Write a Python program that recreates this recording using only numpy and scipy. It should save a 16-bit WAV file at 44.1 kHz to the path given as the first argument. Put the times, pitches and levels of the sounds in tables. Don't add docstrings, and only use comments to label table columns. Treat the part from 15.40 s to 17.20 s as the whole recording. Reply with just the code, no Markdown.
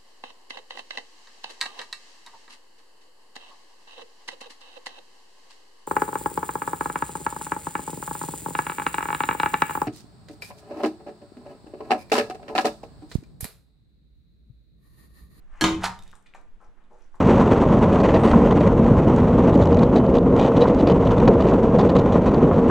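import sys
import numpy as np
from scipy import signal
from scipy.fft import rfft, irfft, next_fast_len
from scipy.io import wavfile

SR = 44100
rng = np.random.default_rng(int(sys.argv[2]) if len(sys.argv) > 2 else 0)


def wav_out(sig):
    wavfile.write(sys.argv[1], SR, np.round(np.clip(np.atleast_2d(sig).T, -1, 1) * 32767).astype(np.int16))


N = 79380

# pitch_hz, level_db
AIR_TONE = [(70, -42), (105, -22), (170, -6.5), (400, -13.5), (800, -19.5), (1600, -20.5), (2600, -28.5),
            (5300, -37.5), (7000, -39), (12000, -42.5), (15500, -68)]
AIR_DB, AIR_LIKENESS = -67.5, [(150, 0.79), (1000, 0.3), (8000, 0.6)]
# pitch_hz, level_db
RUMBLE_TONE = [(2, -39), (4, 9.5), (20, -3.5), (35, -9), (50, -23), (70, -48), (100, -82.5)]
# time_s, level_db
RUMBLE_LEVELS = [(0.0, -44), (0.36, -44.5), (0.566, -56), (0.6, -38.5), (0.822, -58), (1.162, -40),
                 (1.218, -57), (1.282, -41.5), (1.332, -57.5), (1.8, -42.5)]
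# start_s, length_s, level_db, pitch_hz, treble_db
BOOT_SCUFFS = [(0.07, 0.51, -57, 1403, -15), (0.605, 0.21, -68, 2644, -2), (0.744, 0.03, -61, 1050, -12),
               (0.859, 0.019, -54.5, 2420, -11.5), (0.94, 0.033, -52.5, 1700, -7),
               (0.953, 0.055, -58.5, 803, -25.5), (1.193, 0.096, -59.5, 916, -14),
               (1.357, 0.13, -67, 1215, -34), (1.498, .09, -56.5, 700, -19), (1.539, 0.21, -72, 1500, -4),
               (1.73, 0.073, -60.5, 934, -13)]
# start_s, crack_db, treble_db, pan_db, ring_db, thud_db
BOARD_BLOWS = [(0.2104, -14.5, 22, -0.5, -11.5, -35), (.2175, -14, -8.5, -7.5, -9.5, -28),
               (0.24, -6, -7, 0.5, -16.5, -20), (0.2449, -13.5, -27.5, 0.5, -20, -24),
               (0.436, -35.5, -9, -0.5, -50, -42.5)]
# pitch_hz, level_db
CRACK_TONE = [(60, -54.5), (150, -6), (320, -19), (546, -18.5), (910, -13), (1590, -20), (3050, -19.5),
              (6870, -25.5), (15500, -43.5)]
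# pitch_hz, level_db, fade_s
BOARD_NOTES = [(227.6, 0.5, 0.18), (323.5, 2, 1.1), (745.5, -21.5, 0.78), (907.2, -5, 0.72),
               (1256, -8.5, 0.18), (1657, -1, .15), (1620, -10.5, 0.38), (2085, -24.5, 0.9),
               (2190, -5.5, .1), (3050, -3.5, 0.075), (4310, 6.5, 0.036)]
# pitch_hz, level_db, fade_s
GROUND_NOTES = [(80.3, -7, 0.25), (113.46, 0.5, 0.19), (184.6, -9.5, 0.26)]
# time_s, level_db, treble_db
SLIDE_LEVELS = [(0.405, -40.5, -27.5), (0.415, -51.5, 3), (0.425, -34, -16.5), (0.435, -39.5, 2),
                (0.441, -21.5, -9.5), (0.457, -31.5, 3), (0.539, -53.5, -28.5), (0.6, -73, -20)]
# pitch_hz, level_db, fade_s
SLIDE_RING_NOTES = [(745, -4, .3), (867, 0, .4), (935, -4, .3), (1140, -3, .12), (1320, -4, .12),
                    (1846, -5, .2), (2401, -6, .15)]
# start_s, level_db, ring_db, pan_db
PEBBLE_TICKS = [(0.5484, -56.5, -19, -8), (0.5901, -42, -1, -3), (0.6238, -45, -4, 2),
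                (0.6354, -46, -21, -9.5), (0.6779, -48, -5, -4), (0.6989, -59, -1, -3),
                (0.7142, -48.5, -4, 0.5), (0.752, -55, -5, -10.5), (0.771, -68.5, -24, 10.5),
                (0.8255, -59.5, -38, -10.5), (1.0131, -61.5, -12, 6), (1.4397, -71, 1.5, 16),
                (1.7556, -57, -12, -16)]
# start_s, level_db, pitch_hz, pan_db
STONE_KNOCKS = [(.730, -43.5, 1490, 11), (.7355, -40, 1150, 0.5), (.862, -66, 2120, -33),
                (.868, -67, 2770, -12), (.938, -38, 2306, 2.5), (.9485, -37, 805, -0.5),
                (.954, -41.5, 900, 7), (1.744, -47, 1044, 5), (1.753, -54.5, 1110, -6)]
# pitch_hz, fade_s
ECHO_FADES = [(100, 0.78), (500, 0.41), (2000, 0.34), (6000, 0.31), (14000, 0.28)]
# pitch_hz, likeness
ECHO_LIKENESS = [(300, 1), (700, 0.64), (3000, .5), (12000, .3)]
# pitch_hz, gain_db
MIC_TONE = [(3500, 1), (5300, -2), (7200, 0), (10000, -4)]

CRACK_FADE_S, CRACK_TREBLE_HZ = 0.04, 6000
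SETTLE_S, SETTLED_DB_PER_S = 0.37, 279
PEBBLE_HZ, PEBBLE_FADE_S = 3703, 0.018
SNAP_LOW_HZ, SNAP_TOP_HZ, SNAP_FADE_S = 5030, 10410, 0.016
MIC_DULL_HZ, MIC_TOP_HZ, LEFT_LAG_S = 13510, 15800, 1.2e-5


def amp(db):
    return 10 ** (np.asarray(db) / 20)


def unit(x):
    return x / np.sqrt(np.mean(x ** 2) + 1e-20)


def along(points, hz):
    pitches, values = np.transpose(points)
    return np.interp(np.log(hz + 1), np.log(pitches + 1), values)


def filtered(x, response):
    size = next_fast_len(x.shape[-1] + 8192)
    return irfft(rfft(x, size) * response(np.fft.rfftfreq(size, 1 / SR)), size)[..., :x.shape[-1]]


def spread(pair, likeness):
    turn = lambda hz: np.arccos(np.clip(along(likeness, hz), -1, 1)) / 2
    mid, side = filtered(pair, lambda hz: np.array([np.cos(turn(hz)), np.sin(turn(hz))]))
    return np.array([mid + side, mid - side])


def add(out, start_s, sound, pan_db):
    i = int(round(start_s * SR))
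    out[:, i:i + len(sound)] += (amp([[pan_db / 2], [-pan_db / 2]]) * sound)[:, :N - i]


def still_air():
    noise = filtered(rng.standard_normal((2, N)), lambda hz: amp(along(AIR_TONE, hz)))
    return amp(AIR_DB) * unit(spread(noise, AIR_LIKENESS))


def camera_rumble(pan_db=-5, likeness=0.4):
    noise = filtered(rng.standard_normal((2, N)), lambda hz: amp(along(RUMBLE_TONE, hz)))
    times, db = np.transpose(RUMBLE_LEVELS)
    level = amp(np.interp(np.arange(N) / SR, times, db) + [[pan_db / 2], [-pan_db / 2]])
    return level * unit(spread(noise, [(20, likeness)]))


def click(t, hz, cycles):
    return (1 - np.exp(-2 * t * hz)) * np.exp(-t * hz / cycles) * np.sin(2 * np.pi * hz * t)


def grains(count, hz, cycles, octaves, spiky_db):
    chance = rng.random((count, 2))
    pitches = np.clip(hz * 2 ** (octaves * rng.standard_normal(count)), 250, 14000)[:, None]
    t = np.arange(320) / SR
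    strength = amp(-spiky_db * np.log(chance[:, 1:]))
    clicks = strength * click(t, pitches, cycles) * (1 - t / t[-1])
    places = (chance[:, :1] * N).astype(int) + np.arange(len(t))
    return unit(np.bincount(places.ravel(), clicks.ravel())[:N])


def boot_scuffs(rise_share=0.25):
    out, t = np.zeros(N), np.arange(N) / SR
    fine = grains(count=9000, hz=7000, cycles=2.5, octaves=0.4, spiky_db=4.5)
    for start_s, length_s, db, hz, treble_db in BOOT_SCUFFS:
        progress = (t - start_s) / length_s
        swell = np.clip(np.minimum(progress / rise_share, (1 - progress) / (1 - rise_share)), 0, 1)
        coarse = grains(count=3000, hz=hz, cycles=2.5, octaves=0.5, spiky_db=2)
        out += amp(db) * swell * (coarse + amp(treble_db) * fine)
    return rock_passage(out * amp([[1.5], [-1.5]]), echo_db=-0.95)


def rock_passage(x, echo_db):
    hz, t, noise = signal.stft(rng.standard_normal((2, SR)), SR, nperseg=256)
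    fade = amp(-60 * t / along(ECHO_FADES, hz)[:, None])
    tail = spread(signal.istft(noise * fade, SR, nperseg=256)[1], ECHO_LIKENESS)
    delayed = np.pad(x, ((0, 0), (150, 0)))
    echo = signal.fftconvolve(delayed, tail / np.linalg.norm(tail[0]), axes=1)[:, :N]
    return x + amp(echo_db) * echo


def ringing(notes, scatter_db=1):
    t = np.arange(SR // 2) / SR
    out = np.zeros(len(t))
    for hz, db, fade_s in notes:
        level = amp(db + rng.normal() * scatter_db - 60 * t / fade_s)
        rise = 1 - np.exp(-t * hz)
        out += level * rise * np.sin(2 * np.pi * hz * t)
    return out


def board_landing():
    hits, ring, t = np.zeros((2, N)), np.zeros((2, N)), np.arange(SR // 8) / SR
    treble_share = lambda hz: hz ** 2 / (hz ** 2 + CRACK_TREBLE_HZ ** 2)
    for start_s, crack_db, treble_db, pan_db, ring_db, thud_db in BOARD_BLOWS:
        tone = lambda hz: amp(along(CRACK_TONE, hz) + treble_db * treble_share(hz))
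        noise = unit(filtered(rng.standard_normal(len(t)), tone))
        add(hits, start_s, amp(crack_db - 6 - 60 * t / CRACK_FADE_S) * noise, pan_db)
        add(ring, start_s, amp(ring_db - 14) * ringing(BOARD_NOTES), pan_db=0)
        add(hits, start_s, amp(thud_db) * ringing(GROUND_NOTES), pan_db=0)
    settling = amp(-SETTLED_DB_PER_S * np.maximum(np.arange(N) / SR - SETTLE_S, 0))
    return rock_passage(hits, echo_db=0) + ring * settling


def board_slide():
    times, db, treble_db = np.transpose(SLIDE_LEVELS)
    t = np.arange(N) / SR
    level = amp(np.interp(t, times, db, left=-120, right=-120))
    grit_level = level * amp(np.interp(t, times, treble_db))
    stones = level * grains(count=12000, hz=1306, cycles=2.5, octaves=0.4, spiky_db=1.2)
    grit = grit_level * grains(count=14000, hz=5510, cycles=1.5, octaves=0.57, spiky_db=3)
    ring = ringing(SLIDE_RING_NOTES)
    slide_ring = amp(-20.5) * signal.fftconvolve(stones, ring / np.linalg.norm(ring))[:N]
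    return rock_passage((stones + grit + slide_ring) * amp([[-0.7], [0.7]]), echo_db=-9)


def pebbles():
    out, t = np.zeros((2, N)), np.arange(1024) / SR
    snap_tone = lambda hz: hz ** 2 / (hz ** 2 + SNAP_LOW_HZ ** 2) / (1 + (hz / SNAP_TOP_HZ) ** 4)
    for start_s, db, ring_db, pan_db in PEBBLE_TICKS:
        noise = unit(filtered(rng.standard_normal(len(t)), snap_tone))
        snap = amp(-5 - 60 * t / SNAP_FADE_S) * noise
        ring = amp(ring_db - 60 * t / PEBBLE_FADE_S) * np.sin(2 * np.pi * PEBBLE_HZ * t)
        add(out, start_s, amp(db) * (ring + snap), np.clip(pan_db, -6, 6))
    for start_s, db, hz, pan_db in STONE_KNOCKS:
        add(out, start_s, 2 * amp(db) * click(t, hz, cycles=1.2), pan_db)
    return rock_passage(out, echo_db=-5.5)


def scene():
    return board_landing() + board_slide() + pebbles() + boot_scuffs() + still_air() + camera_rumble()


def record(dry):
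    lag = lambda hz: np.exp(1j * np.pi * hz * LEFT_LAG_S * np.array([[-1], [1]]))
    treble_cut = lambda hz: (hz < MIC_TOP_HZ) / np.sqrt(1 + (hz / MIC_DULL_HZ) ** 10)
    return filtered(dry, lambda hz: lag(hz) * amp(along(MIC_TONE, hz)) * treble_cut(hz))


dry = scene()
out = record(dry)
wav_out(out)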